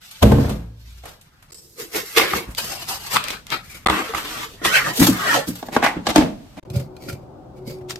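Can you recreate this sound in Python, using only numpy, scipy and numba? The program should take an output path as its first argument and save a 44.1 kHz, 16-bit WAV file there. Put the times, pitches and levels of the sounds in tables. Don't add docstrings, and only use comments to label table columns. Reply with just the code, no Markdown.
import sys
import numpy as np
from scipy import signal
from scipy.fft import rfft, irfft, next_fast_len
from scipy.io import wavfile
from scipy.ndimage import uniform_filter1d, map_coordinates
from numba import njit

SR = 44100
rng = np.random.default_rng(int(sys.argv[2]) if len(sys.argv) > 2 else 0)


def materialize(psi):
    bounded = np.clip(np.atleast_2d(psi).T, -1, 1)
    quanta = np.round(bounded * 32767).astype(np.int16)
    wavfile.write(sys.argv[1], SR, quanta)


N = 352359
TIME = np.arange(N) / SR


def undb(db):
    return 10 ** (np.asarray(db) / 20)


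def unit(x):
    return x / np.sqrt(np.mean(x ** 2) + 1e-18)


def shape(x, response):
    size = next_fast_len(x.shape[-1] + SR // 10)
    hz = np.maximum(np.fft.rfftfreq(size, 1 / SR), 1)
    return irfft(rfft(x, size) * response(hz), size)[..., :x.shape[-1]]


def tint(x, colour):
    points, db = np.transpose(colour)
    return shape(x, lambda hz: undb(np.interp(np.log(hz), np.log(points), db)))


# frequency in Hz, gain of the side signal in dB.
STEREO_WIDTH = [(60, -18.5), (150, -9), (300, -8), (600, -1), (1200, -2), (2200, 0.5), (4000, 2),
                (8000, -0.5), (15000, 1.5)]


def stereo(pair):
    side = tint(pair[1], STEREO_WIDTH)
    return np.array([pair[0] + side, pair[0] - side])


# lower edge in Hz, upper edge in Hz.
REGISTER_BANDS = [(20, 500), (500, 3000), (3000, 16000)]


def registers(x):
    filters = [signal.butter(N=3, Wn=band, btype="band", fs=SR, output="sos") for band in REGISTER_BANDS]
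    return [signal.sosfilt(sos, x) for sos in filters]


def add(out, s, x):
    start = max(int(s * SR), 0)
    out[:, start:start + x.shape[-1]] += x[:, :N - start]


def lean(db):
    return undb(np.array([[db], [-db]]) / 2)


@njit
def sweep(x, hz, q):
    y, band, low = np.empty(len(x)), 0., 0.
    for i in range(len(x)):
        g = np.tan(np.pi * hz[i] / SR)
        v = (band + g * (x[i] - low)) / (1 + g * (g + 1 / q))
        band, low, y[i] = 2 * v - band, low + 2 * g * v, v / q
    return y


def swell(t, s, rise_s, hold_s, release_s):
    early = np.maximum(s - t, 0)
    late = np.maximum(t - s - hold_s, 0)
    return undb(-20 * (early / rise_s + late / release_s))


def tone(hz, s, rise_s, hold_s, db, release_s=0.12):
    sine = unit(np.sin(2 * np.pi * hz * TIME))
    return sine * undb(db) * swell(TIME, s, rise_s, hold_s, release_s)


def wander(x, share, rate_hz=14):
    t = TIME[:len(x)]
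    walk = np.interp(t * rate_hz, np.arange(200), rng.standard_normal(200))
    return map_coordinates(x, [np.cumsum(1 + share * walk)], order=3, mode="mirror")


def reflect(x, echo_db):
    t, hop = TIME[:SR // 25], SR // 25
    crossfade = np.sqrt(np.hanning(2 * hop))
    out = np.zeros((2, N))
    for start in range(0, len(x) - 2 * hop, hop):
        paths = rng.standard_normal((2, len(t))) * np.exp(-t / .012)
        paths *= undb(echo_db) / np.linalg.norm(paths, axis=1, keepdims=True)
        paths[0, 0] += 1
        paths /= np.linalg.norm(paths, axis=1, keepdims=True)
        piece = x[None, start:start + 2 * hop] * crossfade
        add(out, start / SR, signal.fftconvolve(piece, paths, axes=1))
    return out[:, :len(x)]


def rub(strokes, colour, resonances, ring_db, grain_db, left_db, slip_db, echo_db, release_s, drift=.03,
        glide=None, glide_db=0, glide_q=1):
    t = TIME[max(int((strokes[0][0] - .15) * SR), 0):int((strokes[-1][0] + .45) * SR)]
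    slips = np.interp(t, np.arange(900) / 100, rng.standard_normal(900))
    grains = np.minimum(rng.exponential(size=len(t)), 6)
    sizes = undb(grain_db * grains + slip_db * slips)
    clicks = rng.standard_normal(len(t)) * sizes * (rng.random(len(t)) < .2)

    def response(hz):
        return 1 + sum(undb(ring_db + db / 2) / (1 + 2j * (hz - f) / width) for f, width, db in resonances)

    ringing = wander(shape(clicks, response), drift)
    if glide is not None:
        times, *centres = np.transpose(glide)
        for k, (hz, db) in enumerate(zip(centres, glide_db)):
            gliding = sweep(clicks, np.interp(t, times, hz), 1. * glide_q)
            ringing = ringing + (-1) ** k * undb(db) * gliding
    pair = reflect(ringing, echo_db)
    bands = registers(stereo(tint(pair, colour)))
    body, middle, hiss = (x / np.std(x.mean(axis=0)) for x in bands)
    releases = release_s * np.array([[0.9], [1], [0.87]])
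    power = sum((undb(levels)[:, None] * swell(t, s, rise, hold, releases)) ** 2
                for s, rise, hold, *levels in strokes)
    level, body_level, hiss_level = np.sqrt(power)
    out = np.zeros((2, N))
    add(out, t[0], middle * level * lean(left_db) + body * body_level + hiss * hiss_level)
    return out


def strike(blows, modes, colour, ring_db, crack_s, room_db, room_t60, push_s, boom=1.54):
    t = np.arange(-SR // 40, int(1.1 * SR)) / SR
    age = np.maximum(t, 0)
    contact = 1 / (1 + np.exp(np.clip(-t / push_s, -50, 50)))
    tail_onset = 1 - np.exp(-age / 0.00076)
    room_t60s = (room_t60 * boom, room_t60, room_t60 * 1.1)
    out = np.zeros((2, N))
    for s, db, body_db, click_db, *left_db in blows:
        crack, diffuse = (unit(stereo(tint(rng.standard_normal((2, len(t))), colour))) for _ in range(2))
        detune = 1 + .008 * rng.standard_normal(len(modes))
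        ring = sum((-1) ** k * undb(gain) * np.sin(2 * np.pi * hz * detune[k] * t) * undb(-60 * age / t60)
                   for k, (hz, gain, t60) in enumerate(modes))
        direct = registers((crack * np.exp(-age / crack_s) + undb(ring_db) * ring) * contact)
        peaks_db = (body_db, db, click_db)
        for near, far, peak_db, t60 in zip(direct, registers(diffuse), peaks_db, room_t60s):
            peak = np.sqrt(uniform_filter1d(near.mean(axis=0) ** 2, SR // 200).max())
            tail = unit(far) * tail_onset * np.exp(-np.log(1000) * age / t60)
            add(out, s + t[0], undb(peak_db) * lean(sum(left_db)) * (near / peak + undb(room_db) * tail))
    return out


def air(colour):
    knots = np.linspace(0, TIME[-1], num=60)
    waver = np.interp(TIME, knots, rng.standard_normal(len(knots)))
    return unit(stereo(tint(rng.standard_normal((2, N)), colour))) * undb(.5 * waver)


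# frequency in Hz, gain in dB.
ROOM_COLOUR = [(15, -36.5), (25, -4), (118, -5), (186, -7.5), (318, -21), (604, -26), (927, -25.5),
               (2370, -32.5), (4150, -33.5), (12400, -43), (15000, -46.5)]
FAN_COLOUR = [(15, -38), (25, -9), (65, -5), (121, -4.5), (250, -8.5), (373, -5), (445, -15.5), (530, -11),
              (870, -15.5), (980, -21.5), (1250, -25), (1520, -30.5), (1720, -42), (9270, -56),
              (10000, -54), (13500, -70), (15000, -48)]
# start in seconds, level in dB.
ROOM_LEVEL = [(0, -56.5), (1.5, -54), (2.45, -44.5), (6.62, -57.5)]
# frequency in Hz, level in dB.
FAN_TONES = [(129, -45.5), (183, -56.5), (307, -55.5), (517, -55), (748, -56.5)]
# full force in seconds, rise and hold in seconds, level in dB.
FAN_WHINE = [(6.666, 0.01, 0.47, -44), (7.56, 0.079, 0.48, -41)]


def background():
    starts, step_db = np.transpose(ROOM_LEVEL)
    step = np.searchsorted(starts[1:], TIME)
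    rumble = air(ROOM_COLOUR) * uniform_filter1d(undb(step_db)[step], size=SR // 20)
    fan = undb(-40) * air(FAN_COLOUR) * lean(2.8)
    for hz, db in FAN_TONES:
        hum = shape(rng.standard_normal(N), lambda f: 1 / (1 + ((f - hz) / 5) ** 2))
        fan = fan + undb(db) * unit(hum)
    fan_on = np.clip((TIME - 6.632) / 0.0009, 0, 1)
    flutter_db = 4 * np.interp(TIME, np.arange(130) / 16, rng.standard_normal(130))
    whine = wander(sum(tone(371.5, *spell) for spell in FAN_WHINE), share=0.0127)
    return rumble + fan * fan_on + whine * undb(flutter_db)


# full force in seconds,
# rise and hold in seconds, middle, body and hiss levels in dB.
RUSTLES = [(.02, 0.48, 0.19, -54, -81, -45.5), (.42, 0.26, 0.092, -41, -42, -42.5),
           (.88, 0.25, 0.11, -62.5, -50.5, -54), (1.07, 0.083, 0.021, -49, -48, -47),
           (1.4, 0.86, 0.07, -58, -53.5, -63)]
# contact in seconds, middle, body and click peaks in dB.
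DOOR_BLOWS = [(.229, -8, -2.5, -17.5), (.262, -28, -4.5, -57), (.320, -12.5, -3.5, -30),
              (.385, -20, -8.5, -44), (.447, -25, -32, -60), (.478, -30.5, -28.5, -58),
              (.502, -36, -18, -37.5), (.535, -49, -33, -54)]
LIGHT_TAPS = [(.111, -75, -68, -41), (.494, -49, -29.5, -36.5), (1.036, -44, -38.5, -52),
              (1.055, -36, -34, -41.5), (1.091, -57, -58, -48), (1.212, -71, -66, -49.5),
              (1.425, -51, -64, -52.5)]
# nominal frequency in Hz, level in dB, 60 dB decay in seconds.
DOOR_MODES = [(54.7, -5.5, 0.94), (81.1, 1.5, 0.84), (111, -3.5, 0.96), (135.8, 3.5, 0.46), (171, -7, 0.7),
              (209.8, 4, 0.37), (242.7, -2.5, 0.23), (278, -0.5, 0.29), (350, -9.5, 0.3),
              (397.5, -12, 0.29), (468, -3.5, 0.27), (580, -9, 0.16), (650, -6.5, 0.1), (870, -14.5, .14),
              (1035, -4, 0.025), (1530, -20, 0.15), (1620, -36, 0.79)]
# frequency in Hz, gain in dB.
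RUSTLE_COLOUR = [(100, 17.5), (500, -6.5), (1500, 0), (3000, -14.5), (5000, -18), (9000, -25),
                 (13000, -23.5), (15500, -35)]
DOOR_COLOUR = [(18, -47), (30, -17), (69, 7), (168, -12), (208, -0.5), (389, -12), (467, -8), (787, -16.5),
               (1770, -31), (5040, -52), (10200, -54), (12300, -53), (15500, -63.5)]
TAP_COLOUR = [(100, -8.5), (350, -17), (1200, 8), (5000, -12), (9000, -6.5), (13000, -10), (15500, -22)]


def door():
    rustle = rub(RUSTLES, RUSTLE_COLOUR, [], ring_db=0, grain_db=-4.0, left_db=3.5, slip_db=2.0,
                 echo_db=9.5, release_s=0.15)
    slam = strike(DOOR_BLOWS, DOOR_MODES, DOOR_COLOUR, ring_db=-12.5, crack_s=0.0045,
                  room_db=-8.0, room_t60=0.53, push_s=0.0031, boom=1.0)
    tap_modes = [(740, 4.5, 0.023), (1500, -12, .04)]  # Hz, dB, decay in seconds
    taps = strike(LIGHT_TAPS, tap_modes, TAP_COLOUR, ring_db=-8.5, crack_s=0.0076,
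                  room_db=-2, room_t60=0.25, push_s=0.00056)
    drone = wander(tone(58.3, .4, rise_s=0.054, hold_s=.63, db=-39), share=0.028)
    return rustle + slam + taps + drone


# full force in seconds, rise and hold in seconds,
# middle, body and hiss levels in dB.
SLIDING = [(6.757, 0.035, 0.009, -39, -24, -40), (7.03, 0.089, 0.03, -58, -55, -51.5),
           (7.095, 0.059, 0.0059, -42, -26.5, -41), (7.57, 0.024, 0.014, -60, -40, -61.5),
           (7.675, 0.021, 0.031, -46, -31.5, -42.5)]
JUG_GRAZE = [(7.897, .012, 0.0092, -41.5, -52, -33.5)]
# frequency in Hz, width in Hz, strength in dB.
CUP_RESONANCES = [(560, 21, 7), (1470, 90, -7), (2280, 160, 13), (4760, 450, -8)]
# contact in seconds, middle, body and click peaks in dB.
MELON_PLOPS = [(6.702, -39, -23.5, -48), (6.76, -49, -10.5, -37.5), (6.797, -33, -26.5, -41),
               (7.089, -50, -29, -37), (7.126, -37, -23, -43), (7.68, -50, -33, -60),
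               (7.697, -36, -41, -50), (7.81, -41.5, -34, -66)]
CUP_KNOCKS = [(6.701, -53, -50, -41.5), (6.757, -42, -38, -49), (6.966, -45.5, -47, -45),
              (7.086, -32, -48, -48), (7.098, -31.5, -44, -51), (7.128, -43, -52, -56)]
GLASS_TAPS = [(7.907, -29.5, -46, -28), (7.958, -36.5, -36.5, -32)]
# nominal frequency in Hz, level in dB, 60 dB decay in seconds.
PLOP_MODES = [(89.5, 11.5, 0.11), (129, 13, 0.18), (207, 0.5, 0.096), (305, -16, 0.048), (564, -4, 0.1)]
CUP_MODES = [(1393, 2, 0.051), (2450, -6, 0.07), (4160, -8, 0.045)]
GLASS_MODES = [(1350, -9, 0.025), (1790, -2, 0.012), (4800, -11, 0.05), (5300, 0, 0.012),
               (5900, -12, 0.049), (7030, -6, 0.023)]
# frequency in Hz, gain in dB.
SLIDE_COLOUR = [(70, -15), (125, 1.5), (190, -4), (300, -11.5), (600, -16.5), (900, -23), (2300, -28.5),
                (3500, -30.5), (6000, -32.5), (14000, -34.5)]
SNAP_COLOUR = [(200, -12.5), (1000, 1), (2200, 0), (6000, -8), (9000, -11.5), (14000, -17)]


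def pouring():
    sliding = rub(SLIDING, SLIDE_COLOUR, CUP_RESONANCES, ring_db=8.5, grain_db=3.5, left_db=0.5, slip_db=2.0,
                  echo_db=0.5, release_s=0.1)
    plops = strike(MELON_PLOPS, PLOP_MODES, SLIDE_COLOUR, ring_db=4.5, crack_s=0.012,
                   room_db=-25.5, room_t60=0.18, push_s=0.0014)
    graze = rub(JUG_GRAZE, SNAP_COLOUR, [], ring_db=0, grain_db=1.5, left_db=12, slip_db=-3.5,
                echo_db=-5, release_s=0.046)
    taps = strike(GLASS_TAPS, GLASS_MODES, SNAP_COLOUR, ring_db=-1, crack_s=0.0027,
                  room_db=-17, room_t60=0.4, push_s=.0005)
    knocks = strike(CUP_KNOCKS, CUP_MODES, SNAP_COLOUR, ring_db=-2, crack_s=0.0037,
                    room_db=-19, room_t60=0.3, push_s=0.00047)
    return sliding + plops + knocks + graze + taps


# full force in seconds, rise and hold in seconds, middle, body and hiss levels in dB.
LINER = [(4.968, 0.038, 0.026, -32.5, -34, -24.5), (5.0, 0.018, 0.065, -23.5, -32.5, -20),
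         (5.473, 0.039, 0.0067, -39, -43, -36.5), (5.555, 0.009, 0.0026, -42, -45, -38)]
WIPING = [(5.73, 0.015, 0.034, -32, -28, -34.5), (5.843, 0.024, 0.011, -13.5, -20.5, -26)]
LID_SLIDE = [(6.07, 0.021, 0.028, -24, -23, -29.5), (6.16, 0.04, 0.022, -22.5, -25, -27),
             (6.44, 0.06, 0.036, -59, -47, -72), (6.572, 0.053, .025, -43.5, -40.5, -54.5)]
# frequency in Hz, width in Hz, strength in dB.
RIM = [(817, 12, 1.5), (1210, 80, -1.5), (1500, 24, 16.5), (1960, 49, -19.5), (2040, 490, -13)]
# contact in seconds, middle, body and click peaks in dB.
RIND_THUMPS = [(4.999, -31, -6.5, -19.5), (5.016, -18, -6, -29.5), (5.085, -38, -5, -29),
               (5.142, -66, -24, -38), (5.482, -50, -17.5, -31.5), (5.968, -34.5, -16.5, -63)]
BIN_KNOCKS = [(5.627, -24.5, -23, -40), (5.685, -28, -25.5, -47), (5.764, -6.5, -8.5, -27.5),
              (5.826, -11, -20, -30), (5.846, -11.5, -28, -25.5), (5.863, -9.5, -31, -24.5),
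              (6.068, -12, -19, -19), (6.074, -23, -22, -27)]
LID_BLOWS = [(6.104, -35, -32.5, -29), (6.16, -5.5, -10.5, -15), (6.18, -15, -4.5, -23.5),
             (6.21, -20, -16, -43.5), (6.222, -17, -21, -45), (6.26, -34, -32, -52)]
# nominal frequency in Hz, level in dB, 60 dB decay in seconds.
BAG_MODES = [(117, -13.5, 0.41), (182.7, -5, 0.34), (245.7, 4.5, 0.088), (309, 7.5, 0.043)]
BIN_MODES = [(249.4, -11, 0.087), (430, -7.5, 0.026), (640, 0, 0.037), (815, 5, 0.037), (1130, -2, 0.041),
             (1450, -13.5, 0.097), (1640, -2.5, 0.033), (2200, -17, 0.033)]
LID_MODES = [(144, -19, 0.37), (217, -16, 0.37), (255, 2, 0.2), (309.5, 12, 0.13), (465, -10.5, 0.31),
             (642, -10, 0.25), (886, -11.5, 0.18), (1740, -14.5, 0.091), (2230, -23, 0.18)]
# frequency in Hz, gain in dB.
LINER_COLOUR = [(260, -24), (450, -3), (709, -7), (937, -4), (2700, -10), (8590, -13.5), (10200, -17),
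                (12400, -13.5), (15000, -12.5)]
WIPE_COLOUR = [(59, -61), (100, -32.5), (248, -16.5), (508, -23), (825, -6), (1370, -12.5), (1840, -6),
               (3050, -12.5), (12600, -24), (14500, -31), (15500, -100)]
THUMP_COLOUR = [(25, -20), (60, -18), (110, -19.5), (285, -4.5), (359, -19.5), (705, -23.5), (953, -21),
                (2710, -30), (3930, -34), (10200, -27.5), (12300, -32), (15500, -30.5)]
BIN_COLOUR = [(47, -36), (80, -13.5), (246, -1), (532, -4.5), (845, 6.5), (1300, -4.5), (2430, -13),
              (3100, -15.5), (3870, -17), (8360, -26.5), (9980, -42.5), (13300, -36.5), (15500, -62.5)]
LID_COLOUR = [(25, -27), (70, -23.5), (183, -15), (305, -13), (413, -29), (453, -28.5), (627, -14.5),
              (1260, -26), (2050, -30), (12000, -51), (15500, -59)]


def waste_bin():
    thumps = strike(RIND_THUMPS, BAG_MODES, THUMP_COLOUR, ring_db=-4.0, crack_s=0.018,
                    room_db=-10, room_t60=0.2, push_s=0.003)
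    wiping = rub(WIPING, WIPE_COLOUR, RIM, ring_db=6.5, grain_db=1.0, left_db=-1.0, slip_db=2.0,
                 echo_db=-17.0, release_s=0.08)
    knocks = strike(BIN_KNOCKS, BIN_MODES, BIN_COLOUR, ring_db=-0.5, crack_s=0.0055,
                    room_db=-14, room_t60=0.45, push_s=.0005)
    lid = strike(LID_BLOWS, LID_MODES, LID_COLOUR, ring_db=-10.0, crack_s=0.0024,
                 room_db=-8.5, room_t60=0.32, push_s=.0005)
    hinge = rub(LID_SLIDE, LID_COLOUR, [], ring_db=0, grain_db=-1.5, left_db=1.5, slip_db=-4.5,
                echo_db=-1.5, release_s=0.089)
    rustle = rub(LINER, LINER_COLOUR, [], ring_db=0, grain_db=1.5, left_db=2, slip_db=6.0,
                 echo_db=8.5, release_s=0.16)
    return thumps + rustle + wiping + knocks + lid + hinge


# contact in seconds, middle, body and click peaks in dB, left minus right in dB.
BOARD_KNOCKS = [(2.173, -12, -28, -20, 2), (2.183, -19, -45, -12.5, 0), (2.198, -12.5, -25, -22, 0.5),
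                (2.336, -11.5, -15, -41, 1.5), (3.161, -15.5, -33, -27, 9), (3.168, -8.5, -34, -14, -2),
                (3.863, -7.5, -8, -18, -1), (3.871, -15, -17.5, -18, 10), (3.886, -11, -16, -30, -9),
                (3.9, -8, -10.5, -18, 0.5), (4.138, -21, -19.5, -42, 3.5), (4.149, -18.5, -26.5, -42, -9),
                (4.651, -15, -19.5, -20, -4), (4.657, -16, -15.5, -19.5, 2)]
# nominal frequency in Hz, level in dB, 60 dB decay in seconds.
BOARD_MODES = [(65.6, -27, 0.15), (198, -33.5, 0.36), (364, -29.5, 0.027), (805, 3.5, 0.018),
               (1017, 14, 0.0049), (1191, 16.5, 0.015), (2020, 10.5, 0.0075), (3530, -15, 0.038)]
# full force in seconds, rise and hold in seconds,
# middle, body and hiss levels in dB.
SWEEPING = [(3.91, 0.035, 0.082, -21.5, -24.5, -32.5), (4.05, 0.094, 0.047, -32.5, -39, -39),
            (4.15, 0.01, 0.034, -26, -34, -32), (4.28, 0.32, 0.16, -31.5, -38, -34.5),
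            (4.54, 0.21, 0.0019, -60.5, -47.5, -46.5)]
SHOVING = [(4.618, 0.0036, 0.014, -37.5, -29.5, -48.5), (4.651, 0.016, 0.011, -18, -22.5, -18),
           (4.755, 0.083, 0.013, -12.5, -43.5, -18.5), (4.86, 0.14, 0.036, -21.5, -27.5, -29),
           (5.29, 0.21, 0.056, -16.5, -28, -25.5), (5.345, 0.024, 0.01, -16, -20, -20)]
# frequency in Hz, width in Hz, strength in dB.
BOARD_RESONANCES = [(319, 14, 29.5), (430, 49, 21.5), (740, 95, 4.5), (1150, 71, 2.5), (2840, 110, -4.5),
                    (3460, 130, -15)]
SCRAPER_RESONANCES = [(1260, 60, -1.5), (1890, 160, 8), (3040, 120, -10)]
# time in seconds, lower and upper frequency in Hz.
GAP = [(4.65, 1200, 1900), (4.715, 1260, 1930), (4.745, 1500, 2720), (4.775, 1500, 2620),
       (4.82, 1320, 2030), (4.86, 1130, 1660), (4.89, 860, 1310), (4.95, 700, 1110), (5.17, 1130, 1670),
       (5.26, 1260, 1530), (5.315, 1440, 1860), (5.355, 673, 1270), (5.42, 610, 1410)]
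# frequency in Hz, gain in dB.
KNOCK_COLOUR = [(59, -49), (100, -13.5), (530, -15.5), (1160, 16.5), (2520, -4), (3540, -5.5), (5870, -24),
                (8060, -15.5), (13400, -33.5), (15500, -49)]
SWEEP_COLOUR = [(59, -47), (100, -16), (313, -8), (355, -13.5), (879, -2.5), (1180, 6.5), (1400, 3),
                (5170, -12), (10200, -17), (12800, -17), (15500, -23.5)]
SHOVE_COLOUR = [(59, -38.5), (100, -17), (129, 2), (270, -4), (313, 1), (362, -1), (800, -1), (1400, -4.5),
                (1900, -3.5), (2400, -6), (2930, -8.5), (10200, -19), (13400, -20.5), (15500, -31.5)]


def board():
    knocks = strike(BOARD_KNOCKS, BOARD_MODES, KNOCK_COLOUR, ring_db=-14.0, crack_s=0.0011,
                    room_db=-11.5, room_t60=0.28, push_s=0.00099)
    sweeping = rub(SWEEPING, SWEEP_COLOUR, BOARD_RESONANCES, ring_db=-7.0, grain_db=1.0, left_db=0.0, slip_db=1.0,
                   echo_db=1.0, release_s=0.097, drift=0.043)
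    shoving = rub(SHOVING, SHOVE_COLOUR, SCRAPER_RESONANCES, ring_db=3.5, grain_db=-0.5, left_db=0, slip_db=0.5,
                  echo_db=5, release_s=0.09, drift=.012, glide=GAP, glide_db=(14, 12), glide_q=4)
    squeak = tone(450, 4.095, rise_s=0.014, hold_s=0.014, db=-29, release_s=0.011)
    return knocks + sweeping + shoving + squeak


# full force in seconds, rise and hold in seconds, middle, body and hiss levels in dB.
BLADE_TOUCH = [(1.505, 0.0067, 0.0022, -49.5, -52, -52), (1.523, .004, 0.048, -58, -54, -43)]
HALVING = [(1.62, 0.036, 0.33, -74, -59, -54.5), (1.8, 0.032, 0.011, -35, -34, -33),
           (1.96, 0.038, 0.0073, -24.5, -26.5, -25), (2.06, 0.02, 0.11, -41.5, -61, -38.5),
           (2.177, 0.025, 0.003, -12, -18.5, -19.5), (2.22, .02, 0.035, -23.5, -25, -38.5),
           (2.28, .04, .035, -27, -34, -35.5), (2.355, 0.059, 0.0075, -24, -24.5, -28.5)]
PARING = [(2.582, 0.011, 0.0042, -25, -38.5, -26.5), (2.645, 0.05, 0.083, -32.5, -41, -31.5),
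          (2.825, 0.13, 0.0015, -34.5, -41.5, -36), (2.885, 0.027, 0.063, -28.5, -40, -28.5),
          (3.055, 0.14, 0.026, -37.5, -50.5, -37.5), (3.12, 0.032, 0.023, -24.5, -43.5, -25),
          (3.162, 0.033, 0.0024, -22, -28, -29.5), (3.2, 0.028, 0.14, -32.5, -42, -43.5),
          (3.525, 0.032, 0.019, -22.5, -34.5, -36)]
RIND_SLIDE = [(3.755, 0.25, 0.019, -43.5, -52, -44)]
# frequency in Hz, width in Hz, strength in dB.
BLADE = [(5250, 550, 3), (8000, 870, 15)]
MELON = [(344, 37, 6.5), (440, 44, 10), (2090, 180, -3.5)]
RIND = [(1510, 720, -30), (4300, 640, 11), (4900, 180, 18)]
WET_RIND = [(2200, 370, 17), (3700, 130, -26)]
# time in seconds, lower and upper frequency in Hz.
CUT = [(2.58, 580, 3020), (2.72, 680, 2720), (2.9, 775, 2850), (3.1, 890, 2950), (3.17, 1130, 2650),
       (3.25, 1220, 2450), (3.55, 1290, 2180)]
# contact in seconds, middle, body and click peaks in dB.
RIND_SNAPS = [(1.948, -24.5, -57, -44.5), (2.165, -25, -46.5, -21.5), (2.549, -53, -50, -33),
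              (2.572, -48, -52, -38), (3.24, -43, -54, -29), (3.284, -27, -55, -26),
              (3.304, -26.5, -32.5, -28), (3.308, -40, -48.5, -27), (3.468, -43.5, -61, -37),
              (3.503, -36, -51.5, -27)]
MELON_ROLLS = [(2.484, -43, -24, -52), (2.51, -44, -40, -45)]
# nominal frequency in Hz, level in dB, 60 dB decay in seconds.
SNAP_MODES = [(2110, 10, 0.029), (3500, 13.5, 0.0084), (5830, -21, 0.011)]
# frequency in Hz, gain in dB.
HALVING_COLOUR = [(59, -29.5), (100, -24.5), (253, -24.5), (340, -20), (470, -20), (620, -20), (850, -18),
                  (1210, -14.5), (2130, -18.5), (3690, -13.5), (5000, -7), (7890, -9.5), (10200, -9.5),
                  (12800, -8), (15500, -17.5)]
PARING_COLOUR = [(59, -22), (100, -0.5), (287, -7), (758, -6.5), (1310, -6), (1840, -8.5), (2040, -10.5),
                 (3050, -8), (4860, -1), (10400, -2.5), (13400, -3), (15500, -13)]


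def knife():
    touch = rub(BLADE_TOUCH, HALVING_COLOUR, BLADE, ring_db=7, grain_db=3.0, left_db=-1, slip_db=-2.5,
                echo_db=7, release_s=0.13, drift=0.008)
    halving = rub(HALVING, HALVING_COLOUR, MELON, ring_db=6.0, grain_db=1.0, left_db=-1.0, slip_db=-0.5,
                  echo_db=2.5, release_s=0.099, drift=.06)
    paring = rub(PARING, PARING_COLOUR, RIND, ring_db=-9.0, grain_db=0.0, left_db=5.0, slip_db=3.0,
                 echo_db=5.0, release_s=0.072, drift=0.06, glide=CUT, glide_db=(8, 7), glide_q=8.2)
    slide = rub(RIND_SLIDE, PARING_COLOUR, WET_RIND, ring_db=10, grain_db=2.5, left_db=5.5, slip_db=3.5,
                echo_db=7, release_s=0.11)
    snaps = strike(RIND_SNAPS, SNAP_MODES, SNAP_COLOUR, ring_db=-18.5, crack_s=.0015,
                   room_db=-7, room_t60=0.26, push_s=0.00012)
    roll_modes = [(54.7, 0.5, 0.15), (104, -5.5, 0.088), (196, -6.5, 0.048)]  # Hz, dB, decay in seconds
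    rolls = strike(MELON_ROLLS, roll_modes, THUMP_COLOUR, ring_db=8, crack_s=0.016,
                   room_db=-28.5, room_t60=0.2, push_s=0.0062)
    return touch + halving + paring + slide + snaps + rolls


def scene():
    return background() + door() + pouring() + waste_bin() + board() + knife()


# frequency in Hz, gain in dB.
MIC_COLOUR = [(20, -3), (9300, -1.5), (9900, -6), (10200, -16.5), (10700, -2), (11600, 0), (13800, 0.5),
              (14700, -6), (15100, -17), (16000, -10.5)]
# start in seconds, end in seconds.
DROPOUTS = [(1.511, 1.52), (1.536, 1.544), (3.85, 3.859), (3.875, 3.884), (6.598, 6.628), (6.638, 6.65)]


def record(dry):
    muted = sum((TIME > start) & (TIME < end) for start, end in DROPOUTS)
    gate = uniform_filter1d(undb(-30. * muted), size=64)
    flattened = np.clip(tint(dry, MIC_COLOUR) * gate, -1, 1)
    low_pass = signal.ellip(10, .2, 80, 15850, fs=SR, output="sos")
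    return signal.sosfilt(low_pass, flattened)


dry = scene()
out = record(dry)
materialize(out)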